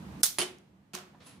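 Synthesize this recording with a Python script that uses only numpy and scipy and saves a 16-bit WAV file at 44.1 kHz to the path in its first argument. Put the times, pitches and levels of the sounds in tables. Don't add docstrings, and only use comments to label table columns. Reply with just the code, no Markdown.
import sys
import numpy as np
from scipy import signal
from scipy.io import wavfile
from scipy.ndimage import uniform_filter1d

SR = 44100
rng = np.random.default_rng(int(sys.argv[2]) if len(sys.argv) > 2 else 0)


def wav_out(sig):
    wavfile.write(sys.argv[1], SR, np.round(np.clip(np.atleast_2d(sig).T, -1, 1) * 32767).astype(np.int16))


def volts_from_decibels(level):
    exponent = np.asarray(level, float) / 20
    return 10 ** exponent


N = 61739


def evened(x):
    return x / np.sqrt(np.mean(x ** 2) + 1e-20)


def read(points, hz):
    f, value = np.transpose(points)
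    return np.interp(np.log(hz + 1), np.log(f + 1), value)


def curve(points, column):
    rows = np.transpose(points)
    return np.interp(np.arange(N) / SR, rows[0], rows[column])


def sides(pan_db):
    return np.array([[pan_db / 2], [-pan_db / 2]])


def coloured(x, spectrum):
    hz = abs(np.fft.fftfreq(4096, 1 / SR))
    log_gain = np.log(volts_from_decibels(np.maximum(read(spectrum, hz), -100)))
    taps = np.fft.ifft(np.exp(np.conj(signal.hilbert(log_gain)))).real[:2048]
    return signal.fftconvolve(x, taps[None] / np.linalg.norm(taps), axes=1)[:, :N]


def resonate(x, hz, width_hz):
    r = np.exp(-np.pi * width_hz / SR)
    return signal.lfilter([1 - r, 0, r - 1], [1, -2 * r * np.cos(2 * np.pi * hz / SR), r * r], x)


def tilted(x, treble_db):
    low = signal.lfilter([.25], [1, -.75], x)
    return low + volts_from_decibels(treble_db) * (x - low)


# f/Hz, t60/s
ROOM_DECAY = [(200, 0.61), (700, 0.34), (2000, 0.33), (5000, 0.23), (10000, 0.2), (15000, 0.21)]
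MONO_HZ = 400
LATE_DB, LATE_STRETCH = -19, 2.4


def tail():
    echoes = np.zeros((2, SR // 2))
    spacing = rng.integers(0, 12, (2, (SR // 2 - 121) // 12))
    at = np.arange(120, SR // 2 - 12, 12) + spacing
    np.put_along_axis(echoes, at, rng.choice([-1., 1.], at.shape), 1)
    hz, t, z = signal.stft(echoes, SR, nperseg=256)
    alike = 1 / (1 + (hz[:, None] / MONO_HZ) ** 2)
    z = np.array([z[0], alike * z[0] + np.sqrt(1 - alike ** 2) * z[1]])
    fall_db = -60 * t / read(ROOM_DECAY, hz)[:, None]
    decay = volts_from_decibels(fall_db) + volts_from_decibels(LATE_DB + fall_db / LATE_STRETCH)
    out = signal.istft(z * decay, SR, nperseg=256)[1]
    return out / np.linalg.norm(out[0])


def room(x):
    return signal.fftconvolve(x.mean(0)[None], tail(), axes=1)[:, :N]


def capsule(x, db):
    return x + volts_from_decibels([[db - 19], [db]]) * resonate(x, 9900, 330)


def hits(rows, colour, crack_s, click, trim_db, ring_db, wet_db, wet_treble_db, wet_ring_db):
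    t = np.arange(800) / SR
    direct, wet = np.zeros((2, N)), np.zeros((2, N + SR))
    for s, db, pan, treble_db in rows:
        start = round(s * SR)
        shared = 0.82 * rng.standard_normal(len(t))
        crack = (shared + 1.1 * rng.standard_normal((2, len(t)))) * np.exp(-t / crack_s)
        crack[:, 0] -= click
        crack /= np.linalg.norm(crack, axis=1)[:, None]
        echo = tail()
        direct[:, start:][:, :len(t)] += volts_from_decibels(db + trim_db + sides(pan)) * tilted(crack, treble_db)
        wet[:, start:][:, :echo.shape[1]] += volts_from_decibels(db + trim_db + sides(-2)) * tilted(echo, treble_db)
    wet = volts_from_decibels(wet_db) * tilted(tilted(wet[:, :N], wet_treble_db), wet_treble_db)
    return capsule(coloured(direct, colour), ring_db) + capsule(coloured(wet, colour), wet_ring_db)


def slips():
    slips_per_s = 2300
    height = volts_from_decibels(2.9 * np.minimum(rng.exponential(1, (3, N)), 5))
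    train = height * (rng.random((3, N)) < slips_per_s / SR)
    train = train * rng.choice([-1., 1.], (3, N)) + 0.6 * rng.standard_normal((3, N))
    return evened(train[:2] + train[2])


# f/Hz, level/dB
AIR_COLOUR = [(35, -38.5), (60, -10.5), (234, -3.5), (428, -18.5), (663, -19), (798, -18), (982, -21),
              (5550, -37.5), (15000, -47)]
# f/Hz, likeness/1
AIR_LIKENESS = [(60, .9), (180, .95), (400, .75), (700, .3), (1400, -.15), (3000, 0.), (15000, 0.)]
# f/Hz, width/Hz, level/dB
HUMS = [(72, 8.3, -75.5), (150, 6.7, -71.5), (193.6, 10, -68)]


def floor():
    frames, hz = N // 256 + 5, np.fft.rfftfreq(1024, 1 / SR)
    a, b, c, d, patches = rng.standard_normal((frames, 513, 5)).T
    patches = evened(uniform_filter1d(uniform_filter1d(patches, size=10, axis=0), size=12, axis=1))
    same = np.clip(read(AIR_LIKENESS, hz), -1, 1)[:, None]
    left = a + 1j * b
    right = same * left + np.sqrt(1 - same ** 2) * (c + 1j * d)
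    z = np.array([left, right]) * volts_from_decibels(read(AIR_COLOUR, hz)[:, None] + .8 * patches)
    air = volts_from_decibels(-63.5) * evened(signal.istft(z, nperseg=1024, noverlap=768)[1][:, :N])
    hum = 0
    for f, width, db in HUMS:
        hum = hum + volts_from_decibels(db) * evened(resonate(rng.standard_normal(2 * N), f, width)[N:])
    return (air + hum) * volts_from_decibels(sides(-2.4))


# t/s, level/dB
CREAK = [
    (.18, -100),
    (.205, -60.5),
    (.22, -67.5),
    (.2315, -40.5),
]


def creak():
    t = np.arange(N) / SR
    strain = volts_from_decibels(curve(CREAK, 1) - 12.5) * (t < CREAK[-1][0])
    return coloured(slips() * strain, SNAP_COLOUR)


# t/s, peak level/dB, left-right/dB, treble/dB
SNAPS = [(.2313, -22, 0, 0.), (.2329, -5, 0, 0.), (.2337, -5, 0, 0.), (.2352, -8, -2, 0.),
         (.2370, -14, 0, 0.), (.2388, -7, 0, 0.), (.2403, -12, -2, 0.), (.2426, -10, -1, 0.),
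         (.2448, -12, -5, 0.), (.2578, -19, -4, 0.), (.2648, -15, -1, 0.)]
# f/Hz, level per Hz/dB
SNAP_COLOUR = [(88, -35.5), (200, -20), (1400, -14.5), (2700, -16.5), (3600, -9), (5800, -6), (9500, -7.5),
               (15000, -10)]


def snap():
    return hits(SNAPS, SNAP_COLOUR, crack_s=0.00095, click=1.5, trim_db=4.5, ring_db=14.0,
                wet_db=-18.0, wet_treble_db=8.5, wet_ring_db=-2.5)


# t/s, f/Hz, level/dB, t60/s
MODES = [(0.2355, 5624, -24, 0.023), (.239, 3520, -29, .03), (0.2334, 1382, -41, 0.073),
         (.2335, 847, -39, 0.02), (0.233, 650, -34.5, 0.021), (.2335, 150, -34, 0.038),
         (0.388, 188.7, -42.5, 0.18), (.389, 366.2, -37, 0.19), (0.39, 292, -46.5, 0.173),
         (0.404, 362.4, -32, 0.2), (0.4153, 3024, -35.5, 0.17), (0.4136, 3072, -43, 0.16),
         (0.4132, 3160, -41.5, 0.097), (0.4127, 2780, -39, 0.058), (0.4115, 4470, -43, 0.11),
         (0.934, 193.9, -36.5, 0.091), (.937, 365.3, -44, 0.21), (.945, 272.7, -45, 0.094),
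         (.976, 720, -51.5, 0.13), (.936, 2530, -46, 0.099)]


def rings():
    out, t = np.zeros(N), np.arange(SR // 3) / SR
    for s, hz, db, t60 in MODES:
        start = round(s * SR)
        onset = np.minimum(t * hz / 2, 1)
        mode = volts_from_decibels(db - 60 * t / t60) * np.sin(2 * np.pi * hz * t) * onset
        room_left = len(out[start:])
        out[start:][:len(t)] += mode[:room_left]
    out = out * volts_from_decibels(sides(-3))
    return out + volts_from_decibels(-12.5) * room(out)


# t/s, peak level/dB, left-right/dB, treble/dB
CLATTER = [(.3852, -13, -3, -2.), (.3862, -17, -4, 2.), (.3885, -21, -2, -1.), (.3917, -15, -5, 2.),
           (.3975, -19, -1, 1.), (.4014, -18, -1, 1.), (.4032, -19, -4, 1.), (.4068, -18, -1, 0.),
           (.4134, -17, -3, 0.), (.4165, -19, -3, 0.), (.4225, -18, -1, 1.), (.4278, -20, -2, 0.),
           (.4335, -23, -2, 0.)]
# f/Hz, level per Hz/dB
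CLATTER_COLOUR = [(88, -25.5), (150, -17), (350, -8), (1640, -12), (3150, -9.5), (8580, -16.5), (9820, -14),
                  (11000, -23), (15000, -29.5)]


def landing():
    return hits(CLATTER, CLATTER_COLOUR, crack_s=0.0037, click=6.1, trim_db=6.0, ring_db=13.0,
                wet_db=-6.0, wet_treble_db=1.43, wet_ring_db=-2.5)


# t/s, peak level/dB, left-right/dB, f/Hz
TICKS = [
    (.585, -52.5, 6, 6000),
    (1.135, -60, -5.5, 600),
    (1.146, -54, -1, 765),
    (1.2049, -64, -2, 2470),
    (1.283, -60, -5, 3940),
]


def ticks():
    out, t = np.zeros((2, N)), np.arange(1500) / SR
    for s, db, pan, hz in TICKS:
        push = rng.standard_normal(len(t)) * np.exp(-t * hz / 7.7)
        knock = resonate(resonate(push, hz, 0.94 * hz), hz, 1.04 * hz)
        out[:, round(s * SR):][:, :len(t)] += volts_from_decibels(db + sides(pan)) * knock / abs(knock).max()
    return out + volts_from_decibels(-7.0) * room(out)


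# t/s, peak level/dB, left-right/dB, treble/dB
BOUNCE = [
    (.9345, -35, -3, -4.),
    (.9385, -35, -3, -1.),
    (.9415, -35, -3, -1.),
    (.9465, -33, -3, 0.),
    (.9502, -29, -4, 4.),
    (.9560, -36, -3, 0.),
    (.9630, -38, -3, -3.),
    (.9760, -34, -3, -10.),
    (.9870, -36, -3, -8.),
]
# f/Hz, level per Hz/dB
BOUNCE_COLOUR = [(88, -34), (150, -27), (371, -13.5), (728, -10), (1300, -6), (2060, -11.5), (2700, -8.5),
                 (6430, -8.5), (15000, -19.5)]


def bounce():
    return hits(BOUNCE, BOUNCE_COLOUR, crack_s=0.0032, click=1.8, trim_db=15.5, ring_db=-6.,
                wet_db=-1.0, wet_treble_db=-2.5, wet_ring_db=-17.0)


# t/s, level/dB, brightness/1
SLIDE = [
    (1.195, -88, 0.1),
    (1.205, -56.5, 0.),
    (1.225, -55.5, 0.05),
    (1.255, -60.5, 0.8),
    (1.268, -51.5, 0.92),
    (1.3, -56, 0.7),
    (1.384, -66, 0.42),
    (1.4, -93, 0.64),
]
# f/Hz, level/dB
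SLIDE_DULL = [(290, -23), (500, -4), (1370, -11), (3270, -10.5), (4670, -15), (5090, -14.5), (15000, -44)]
# f/Hz, level/dB
SLIDE_BRIGHT = [(290, -42.5), (500, -13), (990, -8.5), (1520, -14.5), (3880, -11), (4740, -14.5),
                (10200, -12.5), (15000, -38)]


def slide():
    t, grain = np.arange(N) / SR, slips()
    bright = np.clip(curve(SLIDE, 2), 0, 1)
    rub = (1 - bright) * coloured(grain, SLIDE_DULL) + bright * coloured(grain, SLIDE_BRIGHT)
    squeak = evened(resonate(resonate(grain, 9940, 310), 9940, 930))
    rub = rub + bright ** 3 * squeak
    rub = rub * volts_from_decibels(curve(SLIDE, 1) - 6.5 + sides(-3)) * (t > SLIDE[0][0])
    return rub + volts_from_decibels(-3.0) * room(rub)


def scene():
    toy = creak() + snap() + ticks() + slide()
    brick = landing() + bounce()
    return floor() + toy + brick + rings()


# t/s, gain/dB
GAIN = [(0, 16.5), (.219, 16.5), (.2205, -9), (.2275, 0), (.2322, 3), (.2445, 3), (.2465, 5), (.38, 3.5),
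        (.6, 0.5), (.9, -1.5), (1.1, 3), (1.4, 5)]


def gain_control(x):
    return x * volts_from_decibels(curve(GAIN, 1))


def top_cut(x):
    return signal.sosfilt(signal.butter(12, 17180, fs=SR, output="sos"), x)


def record(dry):
    low_cut = signal.butter(5, 52, "high", fs=SR, output="sos")
    high_cut = signal.firwin(151, 15450, window=("kaiser", 6), fs=SR)
    limited = signal.oaconvolve(signal.sosfilt(low_cut, dry), high_cut[None], "same")
    return top_cut(gain_control(limited))


dry = scene()
out = record(dry)
wav_out(out)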